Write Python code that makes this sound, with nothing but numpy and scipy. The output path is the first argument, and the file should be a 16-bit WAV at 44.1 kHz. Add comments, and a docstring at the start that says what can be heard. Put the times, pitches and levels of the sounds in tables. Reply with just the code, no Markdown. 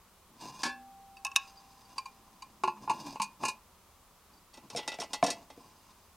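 """A quiet room: mess tins handled on a wooden table, close to a nearly mono microphone.
First a tight lid is rubbed off a steel pot, whose struck modes ring on; its folding handle clacks.
The lid is turned over, tapped by the handle, and shuffled onto the rim, pumping hollow notes from the gap.
Last an aluminium pot is lifted and set down with a thud while its wire bail rattles.
Knocks are decaying modes fed by chatter, strokes are filtered grains, and steady noise lies beneath."""
import sys
import numpy as np
from scipy import signal
from scipy.fft import rfft, irfft, next_fast_len
from scipy.io import wavfile
from scipy.ndimage import map_coordinates

SR = 44100
rng = np.random.default_rng(int(sys.argv[2]) if len(sys.argv) > 2 else 0)


def dump(signal):
    """Clip the signal to [-1, 1] and save it as 16-bit WAV at the path in sys.argv[1]."""
    limited = np.clip(np.atleast_2d(signal).T, -1, 1)
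    pcm = np.round(limited * 32767).astype(np.int16)
    wavfile.write(sys.argv[1], SR, pcm)


N = 271656  # length in samples

# The room's steady hush: f/Hz, relative density/dB per Hz
AIR = [(12, -27), (20, -2), (86, -1), (138, -11.5), (187, -3.5), (228, -7.5), (319, -15.5), (357, -8),
       (422, -11), (499, -12), (759, -10.5), (1120, -6.5), (1610, -17), (14700, -23.5), (16000, -26)]
AIR_DB = -61.5
# Stereo width of the hush: f/Hz, side over mid level/dB
WIDTH = [(60, -15), (150, -16.5), (380, -9.5), (950, -20), (2380, -6.5), (5980, -3), (15000, 0)]
# Reverberation of the room: f/Hz, t60/s
ROOM = [(200, 0.58), (1000, 0.3), (4000, 0.2), (12000, 0.028)]
# Treble ripple of the microphone: f/Hz, level/dB
MIC = [(8000, -2.5), (8900, 1.5), (9700, -5), (10500, 3), (11500, -6), (12500, 1), (14500, 1)]
TOP_HZ = 16100

# The pot hums while the lid hovers over its mouth: middle t/s, half-length/s, level/dB
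HOVERS = [(2.262, 0.1, -68.5), (2.853, 0.29, -61)]
MOUTH_HZ = 209.6
# The lid pumps the air in the gap beneath it; the narrower the gap, the lower the note:
# t/s, starting f/Hz, level/dB, rise/s
PUFFS = [(2.636, 388.4, -33, 0.0014), (2.894, 366, -41.5, .005), (3.04, 303, -34, 0.028),
         (3.2, 214, -44, 0.0022), (3.436, 247, -43, 0.0036)]
PUFF_T60 = 0.25  # s
PUFF_SAG, SAG_S = 0.11, 0.048  # share of its pitch a note loses as the lid settles; time constant/s

# Fingers shift on a tin that is held: middle t/s, half-length/s, level/dB, tilt/dB per band
GRIPS = [(1.75, .4, -63.5, 2.5), (2.7, 1, -67.5, -2.5), (5.792, .3, -65.5, 2.5)]
# Metal slides on metal or wood as the lid is worked loose, turned over and shuffled into place,
# then as the pot is picked up and set down: middle t/s, half-length/s, level/dB, tilt/dB per band
STROKES = [(0.345, 0.049, -66, -11), (0.417, 0.027, -50.5, 5), (0.463, 0.057, -44.5, 0),
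           (0.55, 0.025, -53.5, 2), (0.601, 0.039, -48, 3.5), (1.465, 0.052, -61, 9),
           (1.934, .014, -56.5, 0), (1.974, 0.011, -53, -1.5), (2.839, .04, -49, -3.5),
           (3.003, 0.094, -48, -0.5), (3.103, 0.05, -43, 0.5), (3.43, 0.025, -43.5, -3),
           (4.348, 0.034, -61.5, -5), (4.646, 0.041, -61, -7), (4.739, 0.011, -48, -0.5),
           (4.863, 0.035, -60, -2), (5.12, 0.017, -52.5, -2.5), (5.38, 0.072, -60.5, -2),
           (5.615, 0.077, -61, -3)]
SHUDDER_DB, HISS_DB = -4, -3.5  # bass and treble of a stroke against its middle, before tilt
# Colour of the friction: f/Hz, relative density/dB per Hz
FRICTION = [(65, -51), (110, -5), (278, -4), (314, -2.5), (525, -41), (1040, 6), (1270, -28.5), (1700, -11),
            (2130, -31), (2510, -14.5), (3140, -18.5), (3700, -11), (4280, -16.5), (4940, -7), (15000, -28)]

# A small wire loop tinkles: t/s, level/dB, f/Hz
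TINKLES = [(1.168, -50, 4670), (1.478, -48, 4870), (1.571, -43.5, 4790), (1.583, -52, 4640),
           (1.85, -53, 4650), (4.335, -54.5, 4690), (4.373, -54, 4690), (4.533, -49, 4510)]

# Contacts: t/s, ring level/dB, tilt/dB towards the treble, rise/s, thump level/dB.
# The lid slips off the steel pot
STEEL_HITS = [(0.6325, -33, 1.5, 0.00092, -42), (0.651, -38.5, -3.5, 0.0033, -39),
              (0.662, -44, -0.5, 0.0033, -42), (0.69, -50, -2.5, 0.0042, -54)]
# The folding handle swings against its lid (too light for a thump: no last column)
HANDLE_HITS = [(1.167, -60.5, -1, 0.0042), (1.2485, -46, 12.5, 0.00094), (1.251, -43, -8, 0.0022),
               (1.2655, -45, 0, .002), (1.315, -53, -2.5, .002), (1.3572, -47.5, 2, 0.00039),
               (1.3603, -28, 5, 0.0014)]
# The folded handle taps the lid's back (no thump column)
TAP_HITS = [(1.9795, -36, -0.5, 0.0058), (2.0545, -45.5, -5.5, 0.0097), (2.4205, -46.5, -2.5, 0.0061)]
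# The aluminium lid knocks about on the rim
LID_HITS = [(2.6355, -33.5, -11.5, 0.00096, -41), (2.675, -37.5, -13.5, 0.0023, -37.5),
            (2.77, -63, -13.5, .001, -66), (2.873, -54.5, -23, .006, -42),
            (2.893, -33.5, -10.5, 0.0089, -36), (2.908, -41.5, -6.5, .0027, -57),
            (3.154, -49.5, -10, 0.004, -45.5), (3.198, -37.5, -11, 0.0011, -42.5),
            (3.217, -33.5, 0, 0.0015, -62), (3.405, -64, -12, 0.0022, -57),
            (3.435, -36, -9, 0.00084, -37.5), (3.448, -32, -2, 0.007, -41), (3.479, -34, -1, 0.0085, -45)]
# The wire bail and catch rattle against the aluminium pot's wall
BAIL_HITS = [(4.534, -59.5, 2.5, 0.012, -68), (4.57, -57, -0.5, .005, -54.5),
             (4.699, -50.5, 3, 0.0031, -55), (4.761, -43.5, 7, 0.00095, -62), (4.771, -39, 4, 0.0014, -44),
             (4.8765, -36, 0.5, 0.001, -44.5), (4.938, -49.5, 0, 0.0051, -51), (4.996, -45, 7, 0.0092, -45),
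             (5.014, -43.5, -2.5, 0.0043, -68), (5.033, -49.5, 1, .004, -49), (5.1318, -37, 3, 0.0011, -47),
             (5.143, -44, .5, 0.0012, -50.5), (5.238, -39, 6, 0.00068, -38), (5.262, -39, 5, 0.0043, -56),
             (5.2875, -43, 0, 0.0016, -61), (5.302, -40, 8.5, 0.001, -42.5), (5.326, -57, 2, .0026, -75),
             (5.501, -55, -4, 0.0013, -55)]
# The pot's edge skids over the table top
SKID_HITS = [(4.786, -47, -5, 0.0043, -44), (4.825, -61, -3, .008, -66), (4.915, -50, -1, 0.0048, -55)]
# The aluminium pot's bottom meets the table
BASE_HITS = [(4.7485, -51, -4.5, 0.00062, -35), (4.9865, -48.5, -7, 0.00046, -43),
             (5.2265, -33, -13, 0.00067, -25), (5.2455, -43.5, -18.5, 0.001, -41),
             (5.28, -43.5, -6, 0.0021, -37.5), (5.574, -72, 1, 0.0022, -48.5)]

# Modes of each object: f/Hz, relative level/dB, t60/s
STEEL_MODES = [(288.4, 14, 0.077), (786, 11.5, 0.11), (944, 8.5, 0.095), (1090, 2.5, 0.26),
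               (1376, -7.5, 0.17), (1657, -10, 0.25), (1717, -4, 0.27), (2433, -10, 0.17),
               (2672, -14, 0.33), (3510, -13, 0.27), (4550, -6, 0.19), (2253, -14, 0.2), (2860, -21, 0.13),
               (4690, 6.5, 0.076), (5280, -9, 0.2), (6100, -9.5, .1), (5300, -13, 0.27)]
HANDLE_MODES = [(836, -11, 0.066), (1025, -9, .07), (1093, -13, 0.18), (1384, -41, 0.48),
                (1633, -20.5, 0.12), (1730, -13.5, 0.055), (2582, 4, .07), (2690, 5, .035),
                (2904, -4.5, 0.032), (3754, -2.5, 0.028), (4102, -33, 0.078), (5200, -6.5, 0.04),
                (5500, 7.5, 0.013), (5980, -2, 0.031), (6630, 0, 0.022), (8460, -13.5, .03),
                (9480, -3.5, 0.021), (10900, -5, 0.0079), (11980, -10.5, 0.02)]
TAP_MODES = [(848, -11.5, 0.092), (1009, 6, 0.029), (1067, 0.5, 0.075), (1665, -28, 0.077),
             (2400, -12.5, 0.13), (3900, -17, 0.033), (4680, 5, 0.028), (5440, -23, 0.03), (6700, 5, 0.02),
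             (8850, -9, 0.016)]
LID_MODES = [(158, -22.5, 0.051), (382, -11.5, 0.035), (645, -12.5, 0.016), (861, -1, 0.11),
             (943, -1, 0.083), (1033.5, 4, 0.08), (1108, -0.5, 0.088), (1401, -19.5, 0.13),
             (1700, -9.5, 0.083), (2450, -4, 0.17), (2610, -9, 0.14), (2814, 0, 0.092), (3643, -11, 0.06),
             (4150, -6, 0.07), (4620, -3.5, 0.11), (4940, -2, 0.096), (6200, -0.5, 0.066),
             (6436, 0.5, 0.077), (7120, -1.5, 0.065), (8430, -5, 0.059)]
RIM_MODES = [(3800, -6, 0.039), (4900, -7, 0.078), (5140, 10, 0.051), (5400, -5, 0.031), (6240, -4.5, .012)]
BAIL_MODES = [(303, -29, 0.087), (674, -22, 0.2), (845, 0.5, 0.16), (1040, -25, 0.06), (1392, -12.5, 0.11),
              (1977, -10, 0.21), (2235, -24, 0.31), (2410, -21, 0.13), (2620, -8.5, 0.14),
              (2850, -16.5, 0.24), (2870, -20, 0.33), (3266, -12, 0.15), (3700, -3, 0.074),
              (4310, -8.5, 0.15), (4820, -11, 0.13), (5410, 11, 0.033), (5840, -1.5, 0.041),
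              (6540, -5, 0.06), (6650, -5, 0.054), (8670, 5, 0.017)]
BASE_MODES = [(147, -8.5, 0.078), (203, -3.5, 0.11), (282, -3.5, 0.096), (477, -2, 0.13), (696, 8, 0.085),
              (863, -7, .06), (1020, -2, 0.046), (1760, -18.5, 0.16), (2340, 1, 0.019)]
# The crowd of weaker modes in thin metal: f/Hz, relative density/dB per Hz
LID_WASH = [(120, -19), (230, -9), (550, -14.5), (800, -6.5), (1110, -7.5), (1240, -52), (2050, -7),
            (2450, 9), (2900, 4.5), (3280, -18.5), (3900, 2), (6800, 3), (9000, -0.5), (15000, -23.5)]
POT_WASH = [(120, -14), (250, 7), (600, 4), (1070, 6.5), (1250, -10), (2500, -6), (3600, -4.5), (5400, 5.5),
            (7500, 0.5), (9000, -5.5), (11500, -12), (15000, -29.5)]
# Thump, body, clank and sparkle: from f/Hz, to f/Hz
BANDS = [(110, 600), (600, 1400), (1400, 3800), (3800, 15000)]
CLANK_TO_TOP = (BANDS[2][0], BANDS[3][1])
CHATTER_GROWS = 0.44  # a brighter, more glancing contact chatters longer: dB of duration per dB of tilt


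def amp(db):
    """Decibels to gain."""
    return 10 ** (np.asarray(db) / 20)


def unit(x):
    """Scaled to rms 1."""
    return x / np.sqrt(np.mean(x ** 2) + 1e-20)


def fade(t, t60):
    """A decay that loses 60 dB in t60."""
    return np.exp(-np.log(1000) * t / t60)


def along(points, hz):
    """(f/Hz, value) points read on a log frequency axis."""
    f, v = np.transpose(points)
    return np.interp(np.log(hz + 1), np.log(f + 1), v)


def filtered(x, response):
    """x times a response of frequency."""
    n = x.shape[-1]
    padded = next_fast_len(n + SR // 10)
    spectrum = rfft(x, padded) * response(np.fft.rfftfreq(padded, 1 / SR))
    return irfft(spectrum, padded)[..., :n]


def coloured(x, spectrum):
    """x shaped by the given spectrum, at rms 1."""
    return unit(filtered(x, lambda hz: amp(along(spectrum, hz))))


def band(x, edges):
    """One band of x, causally."""
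    return signal.sosfilt(signal.butter(4, edges, 'band', fs=SR, output='sos'), x)


def wobble(rate):
    """A smooth random curve, rate knots a second."""
    knots = rng.standard_normal(int(N * rate / SR) + 4)
    return map_coordinates(knots, [np.arange(N) * rate / SR])


def swell(s, half_length):
    """A smooth rise and fall around time s."""
    return np.exp(-((np.arange(N) / SR - s) / half_length) ** 2)


def ping(s, db, hz, t60, rise):
    """One mode ringing on by itself from time s."""
    t = np.maximum(np.arange(N) / SR - s, 0)
    return amp(db) * np.sin(2 * np.pi * hz * t) * fade(t, t60) * (1 - np.exp(-t / rise))


def hush():
    """Steady room noise: nearly mono in the bass, separate hiss at the top."""
    mid, side = filtered(rng.standard_normal((2, N)), lambda hz: amp(along(AIR, hz)))
    side = filtered(side, lambda hz: amp(along(WIDTH, hz)))
    level = amp(AIR_DB + 0.13 * wobble(2.21))
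    return level * unit(np.array([mid + side, mid - side]))


def room(x, wet_db, side_db):
    """A short, weak tail of decaying noise behind the close sound, almost the same in both channels."""
    hz, t, z = signal.stft(rng.standard_normal((2, SR // 2)), SR, nperseg=256)
    tail = signal.istft(z * fade(t, along(ROOM, hz)[:, None]), SR, nperseg=256)[1]
    delay = int(0.006 * SR)
    tail = np.pad(tail / np.linalg.norm(tail[0]), ((0, 0), (delay, 0)))
    mid, side = amp(wet_db) * signal.fftconvolve(x[None], tail, axes=1)[:, :N]
    side = amp(side_db) * side
    return np.array([x + mid + side, x + mid - side])


def mouth_hum(stir_rate):
    """The pot's narrow air resonance, stirred at random by stir_rate knots a second."""
    stir = wobble(stir_rate) + 1j * wobble(stir_rate)
    note = np.real(stir * np.exp(2j * np.pi * MOUTH_HZ * np.arange(N) / SR))
    return unit(note) * sum(amp(db) * swell(s, half) for s, half, db in HOVERS)


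def gap_air():
    """Each push of the lid sounds a hollow note that sinks as the gap closes."""
    out, t = np.zeros(N + SR), np.arange(SR // 2) / SR
    for s, hz, db, rise in PUFFS:
        pitch = hz * (1 - PUFF_SAG * (1 - np.exp(-t / SAG_S)))
        note = np.sin(2 * np.pi * np.cumsum(pitch) / SR)
        envelope = fade(t, PUFF_T60) * (1 - np.exp(-t / rise))
        out[round(s * SR):][:len(t)] += amp(db) * note * envelope
    return out[:N]


def stirred(grains, modes):
    """Modes set ringing by friction grains, at rms 1."""
    t = np.arange(SR // 4) / SR
    ring = sum(amp(db) * np.sin(2 * np.pi * hz * t) * fade(t, t60) for hz, db, t60 in modes)
    return unit(signal.fftconvolve(grains, ring)[:N])


def rubbing(grain_db, ring_db, rim_db):
    """Sticking and slipping: uneven grains that also stir the modes of lid and rim."""
    unevenness_db = 1.45 * wobble(1500) + grain_db * wobble(350) + 2.77 * wobble(60)
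    grains = rng.standard_normal(N) * rng.exponential(size=N) * amp(unevenness_db)
    scrape = coloured(grains, FRICTION)
    scrape = scrape + amp(ring_db) * stirred(grains, LID_MODES)
    scrape = scrape + amp(rim_db) * stirred(grains, RIM_MODES)
    spans = [BANDS[0], BANDS[1], CLANK_TO_TOP]
    # every stroke swells and dies away; a keener edge tilts it towards the treble
    power = np.zeros((len(spans), N))
    for s, half, db, tilt in STROKES + GRIPS:
        levels = [db + SHUDDER_DB - tilt, db, db + HISS_DB + tilt]
        power += np.outer(amp(levels), swell(s, half)) ** 2
    return sum(np.sqrt(p) * unit(band(scrape, edges)) for edges, p in zip(spans, power))


def twinned(modes, split):
    """An oval tin splits every mode in two: a weaker twin lies close beside it."""
    hz, db, t60 = np.transpose(modes)
    offset = split * rng.uniform(0.583, 2, len(hz)) * rng.choice([-1, 1], len(hz))
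    twin_hz = hz * (1 + offset)
    return np.r_[hz, twin_hz], np.r_[db, db - 6], np.r_[t60, t60]


def struck(hits, modes, wash, wash_db, wash_t60, chatter, chatter_t60, clank_db, crack_db, split,
           detune=0.0014):
    """An object rung by each contact: a blow, then the edges buzz against each other."""
    hz, db, t60 = twinned(modes, split)
    t = np.arange(int(SR * max(t60.max(), 0.25))) / SR
    decays = fade(t, t60[:, None])
    out = np.zeros(N + len(t))
    first, touch = int(0.012 * SR), SR // 10  # samples that set the level; longest buzz
    for s, ring_db, tilt_db, rise, *thump_db in hits:
        # every point of contact favours other modes and loads them a little
        strength, load, phase = rng.standard_normal((3, len(hz), 1))
        sizes = amp(db[:, None] + 1.5 * strength)
        loaded_hz = hz[:, None] * (1 + detune * load)
        ring = np.sum(sizes * decays * np.sin(2 * np.pi * (loaded_hz * t + phase)), axis=0)
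        # tiny rebounds of uneven size keep feeding the high modes
        rebounds = fade(t, chatter_t60 * amp(CHATTER_GROWS * tilt_db))
        buzz = rng.standard_normal(touch) * rng.exponential(size=touch) * rebounds[:touch]
        buzz = band(buzz, CLANK_TO_TOP)
        ring = ring + chatter * signal.fftconvolve(ring, buzz / np.linalg.norm(buzz))[:len(t)]
        crowd = coloured(rng.standard_normal(len(t)), wash)
        ring = ring + crowd * (amp(wash_db) * fade(t, wash_t60) + amp(crack_db) * rebounds)
        # the vibration takes a moment to spread over the sheet
        ring = ring * np.sin(np.pi / 2 * np.minimum(t / rise, 1)) ** 2
        # the hardness of the contact sets how the blow is shared: sparkle, clank, body, any thump
        levels = [ring_db + tilt_db, ring_db + clank_db, ring_db - tilt_db, *thump_db]
        for edges, level in zip(BANDS[::-1], levels):
            part = band(ring, edges)
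            out[round(s * SR):][:len(t)] += amp(level) * part / np.std(part[:first])
    return out[:N]


def wire_loop():
    """A small wire loop tinkles, one short high mode at a time."""
    return sum(ping(s, db, hz, t60=0.071, rise=0.0022) for s, db, hz in TINKLES)


def steel_pot():
    """Once free of its lid, the pot's rim sings on over a low hum of its wall."""
    knocks = struck(STEEL_HITS, STEEL_MODES, POT_WASH, wash_db=8.0, wash_t60=0.12, chatter=0.67,
                    chatter_t60=0.092, clank_db=1, crack_db=-6.5, split=0.046, detune=0.0015)
    freed = STEEL_HITS[0][0]
    rim = ping(freed, db=-46, hz=784, t60=4.7, rise=0.005)
    wall = ping(freed, db=-47.0, hz=247.4, t60=1.0, rise=0.013)
    return knocks + rim + wall


def folding_handle():
    """A light handle clacks against its lid, then taps the lid's back with quickly damped modes."""
    clacks = struck(HANDLE_HITS, HANDLE_MODES, LID_WASH, wash_db=-4, wash_t60=0.036, chatter=0.051,
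                    chatter_t60=0.0084, clank_db=7.5, crack_db=-2.5, split=0.013, detune=0.0016)
    taps = struck(TAP_HITS, TAP_MODES, LID_WASH, wash_db=-9.0, wash_t60=0.064, chatter=0.26,
                  chatter_t60=0.019, clank_db=-3.5, crack_db=1.5, split=0.0198)
    return clacks + taps


def lid_on_rim():
    """The aluminium lid knocks about on the rim, its thin sheet ringing briefly."""
    return struck(LID_HITS, LID_MODES, LID_WASH, wash_db=3.5, wash_t60=0.1, chatter=0.53,
                  chatter_t60=0.075, clank_db=-3, crack_db=3.5, split=0.0194)


def aluminium_pot():
    """The bail rattles on the wall, the edge skids with the same modes, the bottom thuds on the table."""
    bail = struck(BAIL_HITS, BAIL_MODES, POT_WASH, wash_db=8.5, wash_t60=0.1, chatter=0.99,
                  chatter_t60=0.045, clank_db=-0.5, crack_db=1, split=0.0401)
    skids = struck(SKID_HITS, BAIL_MODES, POT_WASH, wash_db=8, wash_t60=0.088, chatter=0.9,
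                   chatter_t60=0.14, clank_db=7.5, crack_db=4, split=0.039)
    base = struck(BASE_HITS, BASE_MODES, POT_WASH, wash_db=-7, wash_t60=0.22, chatter=0.68,
                  chatter_t60=0.03, clank_db=0, crack_db=0, split=0.012)
    return bail + skids + base


def scene():
    """The tins, their scraping and their hollow air, close up in a quiet room."""
    tins = wire_loop() + steel_pot() + folding_handle() + lid_on_rim() + aluminium_pot()
    scraping = rubbing(grain_db=2.0, ring_db=-2, rim_db=-9)
    metal = filtered(tins + scraping, lambda hz: amp(along(MIC, hz)))
    hollow = mouth_hum(stir_rate=10.0) + gap_air()
    return room(metal + hollow, wet_db=-20.5, side_db=-62) + hush()


def record(dry):
    """Nothing is kept above the band limit."""
    return filtered(dry, lambda hz: hz < TOP_HZ)


dry = scene()
out = record(dry)
dump(out)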